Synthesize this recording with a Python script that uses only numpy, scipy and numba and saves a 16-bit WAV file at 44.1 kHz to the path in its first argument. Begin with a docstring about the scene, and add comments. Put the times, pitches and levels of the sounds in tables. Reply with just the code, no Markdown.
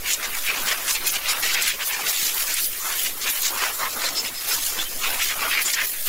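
"""A free air jet from a blowgun is waved over the hollows, edges and gaps of an engine bay, near a microphone.
From the start the jet hisses and stirred air rocks the microphone; shear noise roars in hollows, honks in
deep gaps and rasps on edges, and thin parts flick through the stream. From half a second small holes whistle,
mostly after 3.8 s. The slow rocking sinks near 1.9 s and is strongest near 5.1 s. Each source is shaped
noise, and short dense echoes follow all but the slow air."""
import sys
import numpy as np
from scipy import signal
from scipy.fft import rfft, irfft
from scipy.io import wavfile
from scipy.ndimage import uniform_filter1d
from numba import njit

SR = 44100
rng = np.random.default_rng(int(sys.argv[2]) if len(sys.argv) > 2 else 0)


def field_ratio(decibels):
    """Amplitude ratio for a level in dB (20 dB per decade); scalars and array-likes work."""
    return 10 ** (np.asarray(decibels, dtype=float) / 20)


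def materialize(psi):
    """Save the field psi as 16-bit PCM at rate SR to the path in sys.argv[1].

    A 1-D psi becomes a single channel; in a 2-D psi each row is a channel.
    """
    bounded = np.clip(np.atleast_2d(psi).T, -1, 1)
    quanta = np.round(bounded * 32767).astype(np.int16)
    wavfile.write(sys.argv[1], SR, quanta)


N = 268128

# spectrum of the bare jet: frequency_hz, relative_db
JET_SPECTRUM = [(35, -40), (60, -5), (168, -11), (371, -4), (924, -10), (1950, -2), (2650, -5), (6740, -3),
                (8510, -6.5), (12700, -2), (14900, -2.5), (16000, -3)]
# spectrum of slow air pressure on the microphone: frequency_hz, relative_db
DRAUGHT_SPECTRUM = [(1, 0), (3, -0.5), (8, -14), (20, -19), (40, -37.5), (80, -43), (250, -56.5)]
# strength of the stirred air: time_s, level_db
DRAUGHT_LEVEL = [(0.0, -33), (0.22, -34), (0.36, -35), (1.68, -35), (1.86, -46), (2.69, -35), (2.78, -40),
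                 (3.69, -36), (4.15, -43), (4.33, -37), (4.47, -44), (4.66, -32), (5.11, -29.5),
                 (5.33, -31), (5.74, -46.5), (6.08, -31.5)]
# jet over deep gaps of the bay: start_s, length_s, honk_db, resonance_hz, rumble_db (against the honk)
DEEP_PASSES = [(0.03, 0.13, -40.0, 1310, -10.0), (0.183, 0.13, -36, 1340.0, -12),
               (0.293, 0.11, -37, 1290.0, -9), (0.453, 0.24, -33.5, 1310, -8.5),
               (0.63, 0.03, -36, 1200, -10), (0.66, 0.11, -31, 1300, -21), (0.77, 0.041, -34.5, 1000, -7),
               (0.817, 0.18, -35.5, 1270, -9.5), (1.024, 0.067, -37.0, 1200.0, -5),
               (1.126, 0.064, -37, 1200.0, -8), (1.225, 0.18, -33, 1250, -15),
               (1.401, 0.26, -37, 1370, -7.5), (1.563, 0.29, -43.5, 1240.0, -15),
               (1.793, 0.051, -33, 1330, -26), (1.871, 0.089, -35.5, 1140.0, -20),
               (1.963, 0.15, -30.5, 1210, -14), (2.133, 0.061, -40, 1220.0, -23),
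               (2.208, 0.069, -43, 1190.0, -3), (2.291, 0.18, -37.5, 1280, -14.0),
               (2.464, 0.081, -37.5, 1210.0, -22), (2.819, 0.15, -34, 1200.0, -18),
               (3.035, 0.22, -47.5, 1050, 2), (3.245, 0.062, -32, 1220, -9),
               (3.312, 0.31, -39.5, 1260, -21), (3.482, 0.1, -33, 1020, -10),
               (3.548, 0.18, -29.0, 1290, -19), (3.797, 0.081, -28, 1110, -16),
               (3.929, 0.23, -35.0, 1220, -5.5), (4.013, 0.067, -32, 1260, -26),
               (4.116, 0.28, -42.5, 1120, -2.5), (4.438, 0.19, -37.5, 1310, -10.5),
               (4.66, 0.13, -38, 1320, -15), (4.76, 0.1, -36, 1300, -8.5), (4.87, 0.17, -52, 960, 9),
               (5.027, 0.088, -30.5, 1230, -19), (5.1, 0.11, -32, 880, -14), (5.265, 0.19, -35.0, 1250, -8),
               (5.416, 0.075, -27.5, 1150, -16), (5.528, 0.1, -38, 1350.0, -8),
               (5.651, 0.051, -36, 1280.0, -12), (5.743, 0.11, -38.5, 1290, -6.5),
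               (6.06, 0.045, -37, 1200, -15)]
# jet over hollows between parts: start_s, length_s, roar_db, resonance_hz
HOLLOW_PASSES = [(0.052, 0.093, -26.5, 2500), (0.196, 0.086, -30.5, 2320.0), (0.313, 0.075, -29, 2300),
                 (0.437, 0.17, -28.5, 2390.0), (0.474, 0.038, -20, 2380), (0.657, 0.097, -24.0, 2450),
                 (0.774, 0.076, -33.5, 2310), (0.872, 0.047, -25.0, 2300), (0.946, 0.033, -24, 2730),
                 (1.0, 0.035, -32, 2600), (1.052, 0.038, -24.5, 2450), (1.135, 0.048, -24, 2720),
                 (1.234, 0.135, -25.5, 2700), (1.427, 0.025, -22, 2150), (1.452, 0.07, -21.5, 2350),
                 (1.543, 0.096, -23, 2480), (1.649, 0.088, -23, 2550.0), (1.797, 0.04, -25.5, 2260),
                 (1.896, 0.096, -26.5, 2150), (2.01, 0.13, -29.5, 2420.0), (2.136, 0.19, -30.5, 2980),
                 (2.363, 0.081, -30.5, 2250.0), (2.465, 0.077, -30.5, 1970), (2.55, 0.054, -27.5, 2620),
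                 (2.717, 0.076, -36.5, 2430.0), (2.84, 0.063, -32.5, 1800), (2.905, 0.07, -27, 1960),
                 (2.965, 0.064, -31, 2650), (3.054, 0.019, -21.5, 2760), (3.096, 0.023, -31, 2700.0),
                 (3.204, 0.16, -32, 2340.0), (3.265, 0.035, -23, 2260.0), (3.357, 0.037, -32.5, 2400),
                 (3.418, 0.09, -30.5, 2840), (3.567, 0.12, -26.0, 2260.0), (3.807, 0.068, -27.5, 1790),
                 (3.914, 0.036, -42, 2110.0), (4.005, 0.095, -27.5, 2330), (4.121, 0.12, -37, 2550.0),
                 (4.246, 0.045, -29.5, 2540.0), (4.26, 0.17, -41.0, 2520), (4.434, 0.18, -37.5, 2380),
                 (4.508, 0.025, -26.5, 2070.0), (4.644, 0.13, -39.5, 2830), (4.767, 0.06, -31.5, 3040.0),
                 (4.842, 0.034, -38, 2940.0), (5.026, 0.065, -23, 2700.0), (5.09, 0.13, -28.5, 2200),
                 (5.196, 0.04, -20.5, 2430), (5.235, 0.045, -29, 2500), (5.293, 0.043, -22, 2160),
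                 (5.384, 0.09, -27.5, 2370), (5.506, 0.1, -20.5, 2370), (5.657, 0.056, -28.5, 2220),
                 (5.744, 0.094, -23.5, 2160), (5.861, 0.059, -40.0, 2230.0), (5.936, 0.085, -36.5, 2140),
                 (6.062, 0.04, -28.5, 2600)]
# thin parts in the stream: start_s, nominal_peak_db, centre_hz, length_ms (three rise times)
FLICKS = [(0.0548, -27, 2340, 8), (0.1311, -8.5, 6850, 11), (0.6763, -14, 2170, 8), (0.88, -16, 7200, 8.9),
          (0.953, -13, 2820, 9.4), (1.0635, -11, 11200, 8.5), (1.257, -10, 2670, 4.8),
          (1.4331, -13.5, 2170, 5.4), (1.545, -6.5, 2850, 9.1), (1.6213, -9.5, 7300, 8),
          (1.929, -23, 2110, 8), (2.0672, -10.5, 2660, 7.1), (2.092, -11, 6260, 9.3),
          (2.5391, -6.5, 9300, 7.3), (3.4166, -14, 12400, 8), (3.6057, -19, 1750, 7.6),
          (4.15, -26, 4060, 8), (5.2001, -19, 2200, 10), (5.5238, -18, 2320, 8), (5.5667, -27, 2200, 8),
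          (5.658, -14, 6840, 12), (5.735, -18, 2330, 13)]
# tip near a surface that throws its hiss back: start_s, length_s, hiss_db, top_db (against the hiss)
NOZZLE_PASSES = [(0.064, 0.086, -33, 2), (0.359, 0.057, -38, 3.0), (0.437, 0.055, -36.0, 2.0),
                 (0.604, 0.133, -36, 0), (0.883, 0.068, -25.5, -2), (1.068, 0.018, -21.5, 3),
                 (1.098, 0.063, -29, -1), (1.286, 0.043, -29, -1.0), (1.356, 0.2, -34, 0.0),
                 (1.535, 0.017, -27, -2), (1.615, 0.023, -28, -1), (1.663, 0.04, -25.5, -3),
                 (1.844, 0.065, -30.5, 2.0), (2.081, 0.052, -30, 3), (2.352, 0.096, -36, 11),
                 (2.469, 0.026, -39, 1.0), (2.536, 0.02, -29, -2.0), (2.585, 0.1, -28.5, 2),
                 (2.939, 0.14, -29, 1.0), (3.26, 0.2, -36, 2.0), (3.293, 0.027, -26, 0.0),
                 (4.235, 0.056, -41, -0.0), (4.467, 0.095, -31, 2), (4.606, 0.099, -29.5, -2),
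                 (5.062, 0.138, -35, 3.0), (5.215, 0.084, -28, -1), (5.418, 0.11, -37, 3.0),
                 (5.609, 0.03, -30, 0.0), (5.66, 0.096, -29, -2), (5.832, 0.094, -32, 7),
                 (5.903, 0.02, -39, 7.0), (6.044, 0.037, -31, 4.0)]
# bare tip turning towards and away from the microphone: time_s, hiss_db
TIP_AIM = [(0.0, -53), (0.35, -36.0), (0.9, -39), (1.75, -45), (2.2, -30.5), (2.9, -36), (3.12, -40.0),
           (3.35, -33.0), (4.3, -40.0), (4.6, -37), (4.95, -38.5), (5.55, -37.0), (5.78, -43), (5.9, -35),
           (6.08, -32)]
# jet torn on edges: start_s, length_s, rasp_db, centre_hz
EDGE_PASSES = [(0.072, 0.073, -23.5, 6170), (0.225, 0.046, -30.5, 5800.0), (0.337, 0.1, -30.5, 6200),
               (0.448, 0.072, -29.5, 5040), (0.531, 0.11, -31.5, 6100), (0.661, 0.044, -25, 6100),
               (0.717, 0.014, -19, 5530.0), (0.756, 0.143, -35.0, 6100), (0.879, 0.049, -21.5, 6400),
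               (0.939, 0.022, -22, 5810.0), (1.057, 0.052, -21.5, 6200), (1.133, 0.029, -22.5, 6100),
               (1.185, 0.17, -36.0, 5140.0), (1.284, 0.037, -23, 4990.0), (1.433, 0.11, -24.5, 5300),
               (1.538, 0.016, -20, 6370.0), (1.609, 0.11, -24.5, 6020.0), (1.811, 0.075, -29.0, 5860.0),
               (1.92, 0.043, -28.5, 5150.0), (1.984, 0.044, -30.5, 5730.0), (2.062, 0.048, -24.5, 6160.0),
               (2.133, 0.2, -23.5, 6400), (2.371, 0.065, -26.5, 5200), (2.46, 0.19, -26, 5900),
               (2.718, 0.086, -35, 6150.0), (2.8, 0.17, -31.0, 6400), (2.917, 0.191, -31.5, 6060),
               (3.04, 0.041, -23.5, 5850.0), (3.214, 0.039, -28, 4380), (3.268, 0.049, -25, 6300),
               (3.331, 0.055, -33, 6590.0), (3.42, 0.081, -21.5, 6040), (3.552, 0.14, -27.5, 5630.0),
               (3.705, 0.097, -35.5, 5880.0), (3.796, 0.068, -32.5, 5050), (3.864, 0.11, -35, 5700.0),
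               (4.005, 0.11, -25.5, 4590.0), (4.152, 0.062, -24.5, 5300), (4.242, 0.061, -30.5, 5030),
               (4.339, 0.11, -36, 4940), (4.469, 0.1, -27, 5270), (4.572, 0.16, -27.5, 6240),
               (4.761, 0.085, -31.0, 5310.0), (4.879, 0.21, -36.5, 5570.0), (5.019, 0.049, -26.0, 5290.0),
               (5.076, 0.107, -33.0, 5770.0), (5.193, 0.13, -26, 5830.0), (5.222, 0.037, -22.5, 5930.0),
               (5.383, 0.085, -33.0, 5370.0), (5.48, 0.062, -29.5, 4940.0), (5.572, 0.068, -29.5, 4700),
               (5.647, 0.07, -26.5, 6810.0), (5.729, 0.021, -21, 5380.0), (5.801, 0.11, -31.0, 5960),
               (6.032, 0.26, -27.5, 6710.0)]
# small holes blown like a bottle: start_s, end_s, pitch_hz, width_hz (of each filter stage), level_db
WHISTLES = [(.47, 0.52, 2390, 500, -21.5), (1.235, 1.288, 2740, 150, -39), (4.03, 4.096, 4150, 250, -26),
            (4.144, 4.213, 5200, 350, -25), (4.15, 4.19, 4120, 200, -36), (4.24, 4.29, 5090, 200, -33),
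            (4.329, 4.418, 5080, 200, -33), (4.43, 4.473, 3530, 250, -34), (4.498, 4.566, 5300, 300, -27),
            (4.77, 4.84, 3450, 250, -28.5), (4.841, 4.888, 3040, 150, -34), (4.846, 5.04, 6300, 60, -43),
            (5.637, 5.725, 7000, 300, -26), (5.531, 5.626, 2210, 300, -22.5), (5.44, 5.493, 1180, 200, -33),
            (3.81, 3.859, 1010, 250, -27.5)]


def unit(x):
    """Normalisation to an rms of 1."""
    return x / np.sqrt(np.mean(x ** 2))


def columns(table):
    """Linear interpolation of each column of a curve table at every sample."""
    time_s, *values = np.transpose(table)
    return [np.interp(np.arange(N) / SR, time_s, v) for v in values]


def passes(table, rest_db, *rest):
    """Power summation of passes over a resting level in dB; further columns are averaged by power."""
    t = np.arange(0, N, 64) / SR
    start, length, db, *others = np.transpose(table)[:, :, None]
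    # the rim of the jet crosses the part gradually: slow passes have slow rims
    ramp_s = 0.002 + 0.28 * length
    fade_in = (1 + np.tanh((t - start) / ramp_s)) / 2
    fade_out = (1 + np.tanh((start + length - t) / ramp_s)) / 2
    power = (field_ratio(db) * fade_in * fade_out) ** 2
    rest_power = field_ratio(2 * rest_db)
    total = rest_power + power.sum(axis=0)
    means = [(rest_power * r + (power * c).sum(axis=0)) / total for r, c in zip(rest, others)]
    return [np.interp(np.arange(N) / SR, t, v) for v in [10 * np.log10(total)] + means]


@njit
def svf(x, hz, width):
    """State-variable band-pass resonance whose centre and width move every sample."""
    y, band_state, low_state = np.empty(len(x)), 0., 0.
    for i in range(len(x)):
        g = np.tan(np.pi * hz[i] / SR)
        damping = width[i] / hz[i]
        v = (band_state + g * (x[i] - low_state)) / (1 + g * (g + damping))
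        band_state = 2 * v - band_state
        low_state += 2 * g * v
        y[i] = damping * v
    return y


def band(hz, q, size=N):
    """Two cascaded resonances driven by white noise, with even power while the centre moves."""
    hz = np.clip(hz * np.ones(size), 50, .4 * SR)
    once = svf(rng.standard_normal(size), hz, hz / q)
    twice = svf(once, hz, hz / q)
    return unit(twice / np.sqrt(hz))  # bandwidth, and so power, grows with the centre


def coloured(spectrum):
    """Spectral shaping of steady noise, interpolated over log frequency, to an rms of 1."""
    hz, db = np.transpose(spectrum)
    f = np.arange(N // 2 + 1) * SR / N + 1e-3  # keeps the logarithm finite at 0 Hz
    gain = field_ratio(np.interp(np.log(f), np.log(hz), db))
    return unit(irfft(rfft(rng.standard_normal(N)) * gain, N))


def walk(rate):
    """Smoothed random steps, each held about 1 / rate s; their spread is near 1."""
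    hold = int(SR / rate)
    steps = np.repeat(rng.standard_normal(N // hold + 1), hold)
    return 1.3 * uniform_filter1d(uniform_filter1d(steps, hold), hold)[:N]


def buffet(slow_db, fast_db):
    """Turbulent modulation by breaking eddies: a flutter and a fine rasp, with mean power 1."""
    return unit(field_ratio(slow_db * walk(30) + fast_db * walk(250)))


def bare_jet():
    """Turbulent mixing of the free jet with still air, as steady broadband hiss."""
    return field_ratio(-33) * coloured(JET_SPECTRUM)


def draught():
    """Slow pressure of stirred air: a common part and a weaker part opposed at the two ports."""
    common = coloured(DRAUGHT_SPECTRUM)
    opposed = field_ratio(-13.5) * coloured(DRAUGHT_SPECTRUM) * np.array([[1], [-1]])
    return field_ratio(columns(DRAUGHT_LEVEL)[0]) * (common + opposed)


def deep():
    """Cavity resonance of deep gaps: a honk round a moving centre and the broad rumble of the whole bay."""
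    honk_db, hz, rumble_db = passes(DEEP_PASSES, -60, 1400, 4.5)
    honk = unit(band(hz, q=1.29) + field_ratio(-6.5) * band(710, q=0.66))
    honk = honk * buffet(slow_db=0, fast_db=0.5)
    rumble = band(363, q=0.43) * buffet(slow_db=0.5, fast_db=0.5)
    return field_ratio(honk_db) * (honk + field_ratio(rumble_db) * rumble)


def hollows():
    """Broad cavity resonance: turbulence roars round a wavering centre and in a wide skirt."""
    roar_db, hz = passes(HOLLOW_PASSES, -67, 2100)
    resonance = band(hz * (1 + 0.023 * walk(25.07)), q=1.42)
    skirt = field_ratio(-0.5) * band(2310, q=0.98)
    return field_ratio(roar_db) * buffet(slow_db=0.3, fast_db=1.5) * unit(resonance + skirt)


def flicks():
    """Impulsive interruption of the stream: noise puffs with a quick rise and a slower fall."""
    size, crest_db = 4096, 9.5  # samples; peak of a noisy puff over its rms
    out, t = np.zeros(N + size), np.arange(size) / SR
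    for start_s, peak_db, hz, length_ms in FLICKS:
        u = t / (length_ms / 1000 / 3)
        envelope = u * np.exp(1 - u)
        i = int(start_s * SR)
        out[i:i + size] += field_ratio(peak_db - crest_db) * envelope * band(hz, q=1.5, size=size)
    return out[:N]


def nozzle():
    """Small-scale turbulence at the tip: a hiss band and a top band that share their eddies."""
    hiss_db, top_db = passes(NOZZLE_PASSES, columns(TIP_AIM)[0][::64], 1.5)
    top = unit(band(12600, q=3.7) + field_ratio(1.5) * band(14700, q=2.4))
    hiss = band(10400, q=1.8) + field_ratio(top_db) * top
    return field_ratio(hiss_db) * buffet(slow_db=0.5, fast_db=0) * hiss


def edges():
    """Shear noise on edges: a moving rasp over a broad band, with the bay's fixed ring near the top."""
    rasp_db, hz = passes(EDGE_PASSES, -56.5, 5200)
    rasp = band(hz * (1 + 0.024 * walk(25.26)), q=1.66)
    broad = field_ratio(2.5) * band(4120, q=0.76)
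    ring = field_ratio(-1) * band(7030, q=3.7)
    return field_ratio(rasp_db) * buffet(slow_db=0.5, fast_db=1.27) * unit(rasp + broad + ring)


def whistles():
    """Resonance of small blown holes: narrow noise that swells and fades as the jet crosses each."""
    out = np.zeros(N)
    for start_s, end_s, hz, width_hz, db in WHISTLES:
        i, n = int(start_s * SR), int((end_s - start_s) * SR)
        out[i:i + n] += field_ratio(db) * np.sqrt(np.hanning(n)) * band(hz, q=hz / width_hz, size=n)
    return out


def reflections(x, hop, decay_ms, wet_db):
    """Multiple reflection in crowded metal: dense echoes vary as the tip moves, so narrow rings come and go."""
    count = N // hop + 2
    index = hop * np.arange(count)[:, None] + np.arange(2 * hop)
    frames = np.pad(x, (hop, 3 * hop))[index]
    decay = np.exp(-np.arange(hop) / SR * 1000 / decay_ms)
    echoes = rng.standard_normal((count, hop)) * decay
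    echoes = field_ratio(wet_db) * echoes / np.linalg.norm(echoes, axis=1, keepdims=True)
    # unrelated patterns cross-fade at equal power
    fade = np.sin(np.pi * np.arange(2 * hop) / (2 * hop))
    wet = irfft(rfft(frames * fade, 3 * hop) * rfft(echoes, 3 * hop), 3 * hop)
    # overlap-add: each convolved frame spans three hops
    wet = wet.reshape(count, 3, hop)
    out = sum(np.pad(wet[:, k].ravel(), (k * hop, (2 - k) * hop)) for k in range(3))
    return (x + out[hop:hop + N]) / np.sqrt(1 + field_ratio(2 * wet_db))


def gated_side(air):
    """Side signal, no source in the bay: a faint delayed copy, opposed in the channels, let in at random moments."""
    gate = np.clip(4 * (walk(30) - 1.1), 0, 1)
    return field_ratio(-14) * gate * np.roll(air, 700) * np.array([[1], [-1]])  # delay in samples


def scene():
    """Superposition of all sources in front and slow air that differs by port; a random side signal is added."""
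    # one flapping jet drives every surface, so part of the flutter is common to all
    common_flutter = buffet(slow_db=0.77, fast_db=1.36)
    struck = common_flutter * (deep() + hollows() + nozzle() + edges())
    air = bare_jet() + struck + flicks() + whistles()
    air = reflections(air, hop=1024, decay_ms=4, wet_db=-4.5)
    return air + gated_side(air) + draught()


def roll_off(x):
    """The treble ends steeply here."""
    return signal.sosfilt(signal.butter(12, 17040, fs=SR, output="sos"), x)


def record(dry):
    """Dynamic compression: gain control holds down loud gusts, then a steep low-pass cuts the top."""
    limit_db, ratio = -20.5, 1.67
    over = uniform_filter1d(np.mean(dry ** 2, axis=0), size=600) / field_ratio(2 * limit_db)
    held = dry * (1 + over ** 2) ** (-(1 - 1 / ratio) / 4)  # soft knee on power
    low_pass = signal.ellip(14, .2, 80, 15750, fs=SR, output="sos")
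    mix = signal.sosfilt(low_pass, held)
    return roll_off(mix)


dry = scene()
out = record(dry)
materialize(out)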